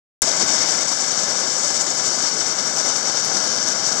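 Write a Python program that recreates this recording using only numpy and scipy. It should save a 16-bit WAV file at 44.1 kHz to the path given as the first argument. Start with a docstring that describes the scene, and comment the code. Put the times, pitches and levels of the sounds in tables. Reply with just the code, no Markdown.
"""A grain auger runs in an open farmyard, starting abruptly and heard mostly on the left.
Thousands of tiny impacts in its steel tube make a bright, hissing rattle over a hollow churning.
Both swell in uneven surges about ten times a second, and gritty ticks come in sudden spurts.
As the listener turns, the highest rattle dulls and the tube's hollow notes come forward."""
import sys
import numpy as np
from scipy import signal
from scipy.fft import rfft, irfft
from scipy.io import wavfile

SR = 44100
rng = np.random.default_rng(int(sys.argv[2]) if len(sys.argv) > 2 else 0)


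def inscribe(sig):
    """Save sig as 16-bit PCM at rate SR to the path in sys.argv[1].

    A 1-D sig is mono; a 2-D sig holds one channel per row.
    Samples are clipped to [-1, 1] before scaling.
    """
    pcm = np.round(np.clip(np.atleast_2d(sig).T, -1, 1) * 32767)
    wavfile.write(sys.argv[1], SR, pcm.astype(np.int16))


N = 176400
T = np.arange(N) / SR
HZ = np.maximum(np.arange(N // 2 + 1) * SR / N, 1)
START_S = 0.2195

# Loudness between surges. Each row: time in seconds, then rattle, churning and sizzle levels in dB.
RUNNING_LEVELS = [(.25, -19.5, -26.5, -24), (.6, -19, -25, -25.5), (.95, -21, -29, -27),
                  (1.35, -21, -27, -27), (1.55, -21, -28, -25.5), (1.95, -20.5, -27.5, -24.5),
                  (2.25, -19, -27, -25.5), (2.65, -22.5, -28.5, -30), (3.05, -20.5, -27, -28.5),
                  (3.35, -19.5, -27, -28), (3.6, -19, -26, -28.5), (3.95, -21, -27.5, -28)]


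def from_db(db):
    """Turn decibels into a number to multiply the sound by."""
    return 10 ** (np.asarray(db) / 20)


def rms_one(x):
    """Scale a sound so that its average power is 1."""
    return x / np.sqrt(np.mean(x ** 2) + 1e-20)


def over_time(rows, column=1):
    """Read one column of a table at every moment."""
    columns = np.transpose(rows)
    return np.interp(T, columns[0], columns[column])


def over_hz(rows):
    """Read a table at every frequency."""
    hz, value = np.transpose(rows)
    return np.interp(np.log(HZ), np.log(hz), value)


def colour(x, db):
    """Turn each frequency up or down, so that ringing only follows a hit (a minimum-phase filter)."""
    cepstrum = irfft(np.log(from_db(db)), N)
    cepstrum[1:N // 2] *= 2
    cepstrum[N // 2 + 1:] = 0
    return irfft(rfft(x) * np.exp(rfft(cepstrum)), N)


def resonate(x, hz, width_hz):
    """Make a sound ring near one pitch, as if it passed twice through a filter of this width."""
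    one_pass_db = -10 * np.log10(1 + ((HZ ** 2 - hz ** 2) / (HZ * width_hz)) ** 2)
    return rms_one(colour(x, 2 * one_pass_db))


def drift(rate_hz):
    """A smooth random wobble with a typical size of 1."""
    return rms_one(irfft(rfft(rng.standard_normal(N)) / (1 + (HZ / rate_hz) ** 2), N))


def hump(middle_s, half_s):
    """One smooth, bell-shaped rise and fall."""
    return np.exp(-0.5 * ((T - middle_s) / half_s) ** 2)


def ticks(per_s, spread_db):
    """Clicks of uneven size at random moments."""
    sizes = from_db(spread_db * np.minimum(rng.exponential(1, N), 4))
    signs = rng.choice([-1, 1], N)
    return rms_one(sizes * signs * (rng.random(N) < per_s / SR))


def impacts():
    """Two streams of clicks, direct and scattered, each on a blur of countless smaller ones."""
    streams = []
    for _ in range(2):
        clicks = ticks(per_s=3400, spread_db=2.5)
        blur = from_db(-1.5) * rng.standard_normal(N)
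        streams.append(rms_one(clicks + blur))
    return np.array(streams)


def impact_layer(tone_rows, level_db, flutter_db, flutter_hz, ring_db=-17.5, ring_s=0.066):
    """Dense impacts, given a tone and a brief ring; fixed narrow dips hollow out the sound."""
    # Narrow dips in the tone. Each row: pitch in Hz, width in Hz, depth in dB.
    dips = [(1861, 114, -11), (2600, 240, -1.5), (3387, 160, -7.5), (4790, 132, -16)]
    dips_db = sum(db / (1 + (2 * (HZ - hz) / width) ** 2) for hz, width, db in dips)
    gain = from_db(level_db + flutter_db * drift(flutter_hz))
    hits = impacts()
    tail = rng.standard_normal(N) * from_db(-60 * np.minimum(T / ring_s, 2))
    ringing = from_db(ring_db) * irfft(rfft(hits) * rfft(tail / np.linalg.norm(tail)), N)
    return gain * rms_one(colour(hits + ringing, over_hz(tone_rows) + dips_db))


def intake():
    """Impacts ring in the tube's hollow lower end, louder as the listener turns to face it."""
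    # The hollow notes. Each row: pitch in Hz, half the filter width in Hz, level in dB.
    notes = [(440, 61, -43), (1437, 160, -35.5)]
    # The listener's turn. Each row: time in seconds, change of level in dB.
    facing = [(1.6, -12), (2.5, 0)]
    hits = impacts()
    ringing = sum(from_db(db) * resonate(hits, hz, 2 * half_width) for hz, half_width, db in notes)
    return ringing * from_db(over_time(facing))


def knock(start_s=0.277, hz=682, level_db=-16.5, decay_s=0.012):
    """A single blow rings one low note of the tube."""
    age = np.maximum(T - start_s, 0)
    return from_db(level_db) * np.exp(-age / decay_s) * np.sin(2 * np.pi * hz * age)


def grit(surge, spurt):
    """Fine, dry ticks on the steel, loudest in surges and spurts."""
    # Tone of the ticks. Each row: frequency in Hz, relative level in dB.
    tone = [(5000, -24), (8700, 4), (9700, -1), (10500, 2), (11300, -5.5), (16000, -15)]
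    clicks = np.array([ticks(per_s=2400, spread_db=3.5) for _ in range(2)])
    gain = from_db(-51.5) * (1 + 0.92 * surge + 3.5 * spurt)
    return gain * rms_one(colour(clicks, over_hz(tone)))


def pings(surge):
    """Impacts ring one high note of the steel, which sings out in the surges."""
    # Loudness between surges. Each row: time in seconds, level in dB.
    levels = [(2.2, -38), (2.9, -32.5), (3.95, -30)]
    ringing = resonate(impacts(), hz=5910, width_hz=600)
    return ringing * from_db(over_time(levels)) * (1 + 1.85 * surge)


def clatter(surge, judder_db):
    """Impacts make a dry clatter, pitched between the churning and the rattle."""
    # Tone of the clatter. Each row: frequency in Hz, relative level in dB.
    tone = [(500, -27.5), (1100, -6.5), (1700, 2), (2150, 3.5), (2650, -9.5), (3100, -4.5), (3700, -1),
            (5000, -37)]
    # Loudness between surges. Each row: time in seconds, level in dB.
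    levels = [(.25, -32), (.7, -30), (1.0, -35), (3.95, -37.5)]
    level_db = over_time(levels) + judder_db
    return impact_layer(tone, level_db, flutter_db=1.0, flutter_hz=22) * (1 + 0.24 * surge)


def churning(surge, judder_db):
    """Impacts sound the hollow body of the tube, with the odd heavier lump."""
    # Tone of the tube's body. Each row: frequency in Hz, relative level in dB.
    tone = [(45, -33), (100, -17.5), (192, -5.5), (240, -6), (465, -7), (520, -1), (570, -3.5), (620, -0.5),
            (700, -3), (790, -0.5), (890, -5.5), (1150, -4), (1420, -2.5), (1750, -6), (2100, -10),
            (2550, -20), (8000, -47.5)]
    # Heavier lumps. Each row: middle in seconds, strength in dB, half length in seconds.
    lumps = [(2.875, -11, .012), (3.335, -8, 0.035)]
    lump = sum(from_db(db) * hump(s, half_s) for s, db, half_s in lumps)
    level_db = over_time(RUNNING_LEVELS, column=2) + judder_db
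    return impact_layer(tone, level_db, flutter_db=0.3, flutter_hz=22) * (1 + 0.24 * surge + lump)


def sizzle(surge, judder_db):
    """The sharpest impacts make the hissing top of the rattle."""
    # Tone of the hiss. Each row: frequency in Hz, relative level in dB.
    tone = [(3000, -36.5), (5600, -26), (6800, 5), (7400, 0.5), (7850, 1.5), (8400, -8.5), (9700, -28.5),
            (11000, -35), (16000, -43)]
    level_db = over_time(RUNNING_LEVELS, column=3) + judder_db
    return impact_layer(tone, level_db, flutter_db=1.67, flutter_hz=30.7) * (1 + 0.57 * surge)


def rattle(surge, judder_db):
    """The steel rings brightly under the stream of impacts."""
    # Tone of the steel. Each row: frequency in Hz, relative level in dB.
    tone = [(1200, -37), (2700, -21), (3100, -12.5), (3350, -15.5), (3680, -10), (3950, -16), (4250, -12.5),
            (4550, -3), (5000, -2.5), (5450, 0), (5900, 0), (6400, -3), (7200, -12.5), (8500, -24),
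            (16000, -56.5)]
    level_db = over_time(RUNNING_LEVELS, column=1) + judder_db
    return impact_layer(tone, level_db, flutter_db=0.5, flutter_hz=25) * (1 + 0.56 * surge)


def auger(spurt_decay_s=0.015, lull_db=-2.5):
    """The whole machine: its main layers surge and judder together."""
    # Surges of impacts. Each row: middle in seconds, relative strength in dB, half length in seconds.
    surges = [(0.234, -4.5, 0.0095), (0.29, -2, 0.015), (0.417, 0.5, 0.017), (0.495, -2, 0.011),
              (0.533, -3, 0.014), (0.602, -3, 0.024), (0.69, -3.5, 0.015), (0.73, -4.5, 0.031),
              (0.82, -2, .014), (0.886, -2, 0.0069), (.925, 4, 0.0073), (1.015, -2.5, 0.017),
              (1.083, -0.5, 0.0083), (1.12, -4, 0.0069), (1.193, -3, 0.028), (1.301, 1, 0.014),
              (1.4, -3.5, 0.021), (1.513, -5, 0.018), (1.571, -5, 0.018), (1.645, -3, 0.015),
              (1.702, -2.5, 0.016), (1.759, 0.5, 0.012), (1.812, 2.5, 0.0061), (1.873, -6, 0.0071),
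              (2.073, -7.5, 0.024), (2.253, -7.5, 0.021), (2.414, 2.5, 0.0083), (2.487, -2.5, 0.022),
              (2.592, 5, 0.008), (2.677, -0.5, 0.023), (2.8, -1.5, 0.027), (2.862, -0.5, 0.012),
              (2.896, 2.5, 0.0089), (2.962, -1, 0.007), (3.057, -1.5, 0.0085), (3.087, -3, 0.01),
              (3.167, -3, 0.01), (3.365, -8, 0.016), (3.688, -7, 0.011), (3.72, -3, 0.0054),
              (3.872, -1, 0.016), (3.926, .5, 0.0062), (3.989, -1, 0.01)]
    # Spurts of hard ticks. Each row: start in seconds, relative strength in dB.
    spurts = [(.48, -7), (.684, -4), (2.054, -4), (2.764, -3), (2.959, 3), (3.246, 6), (3.347, 0),
              (3.44, 1), (3.674, -3)]
    # Moments when the rattle briefly eases. Each entry: time in seconds.
    lulls = [.655, .87, 1.93, 3.02, 3.742, 3.815]
    surge = sum(from_db(db) * hump(s, half_s) for s, db, half_s in surges)
    spurt = sum(from_db(db) * (T >= s) * np.exp(-np.maximum(T - s, 0) / spurt_decay_s)
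                for s, db in spurts)
    easing = from_db(lull_db * sum(hump(s, half_s=0.0044) for s in lulls))
    judder_db = 0.5 * drift(rate_hz=43)
    steel = rattle(surge, judder_db)
    body = churning(surge, judder_db) + clatter(surge, judder_db)
    steel += sizzle(surge, judder_db) + pings(surge)
    bright = steel * (1 + 0.26 * spurt) + grit(surge, spurt)
    return bright * easing + body + intake() + knock()


def sudden_start(x, boost_s=0.013, crack_s=0.0052, thump_s=0.0099, thump_hz=45.3):
    """Silence, then the sound bursts in with a bright crack and a low thump that fade quickly."""
    age = np.maximum(T - START_S, 0)
    boost = from_db(5.5 * np.exp(-age / boost_s))
    hiss = resonate(rng.standard_normal((2, N)), hz=8200, width_hz=4100)
    crack = from_db(-10.5) * np.exp(-age / crack_s) * hiss
    thump = from_db(-23.5) * np.exp(-age / thump_s) * np.sin(2 * np.pi * thump_hz * age)
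    return (T >= START_S) * (x * boost + crack - thump)


def scene(right_lag_s=0.00004, bass_lag_hz=350):
    """The left ear hears the auger fully; on the right it is late, dull and faint."""
    # The right ear's tone. Each row: frequency in Hz, level against the left ear in dB.
    right_tone = [(30, -24), (65, 3), (180, -5.5), (400, -6.5), (750, -12), (1550, -18), (2650, -23),
                  (4000, -35.5), (4600, -43), (4800, -52), (4950, -39), (6300, -26.5), (7300, -35),
                  (8000, -30), (9000, -36), (15000, -29)]
    # How alike the ears sound. Each row: frequency in Hz, likeness from 0 to 1.
    likeness = [(30, 0.6), (150, 0.99), (700, 0.98), (1400, 0.87), (2000, .55), (3300, .75), (4600, 0.2),
                (6600, 0.3), (8500, .1)]
    direct, scattered = sudden_start(auger())
    alike = np.clip(over_hz(likeness), 0, 1)
    lag_angle = 2 * np.pi * HZ * right_lag_s + np.arctan(HZ / bass_lag_hz)  # low notes lag most
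    blend = alike * np.exp(-1j * lag_angle) * rfft(direct) + np.sqrt(1 - alike ** 2) * rfft(scattered)
    right = irfft(blend * from_db(over_hz(right_tone)), N)
    return np.array([direct, right * (T >= START_S)])


def record(dry):
    """Flatten any peaks beyond full scale, then cut the very highest treble."""
    cutoff_hz = 15700
    treble_cut = signal.ellip(10, 0.1, 80, cutoff_hz, fs=SR, output="sos")
    return signal.sosfilt(treble_cut, np.clip(dry, -1, 1))


dry = scene()
out = record(dry)
inscribe(out)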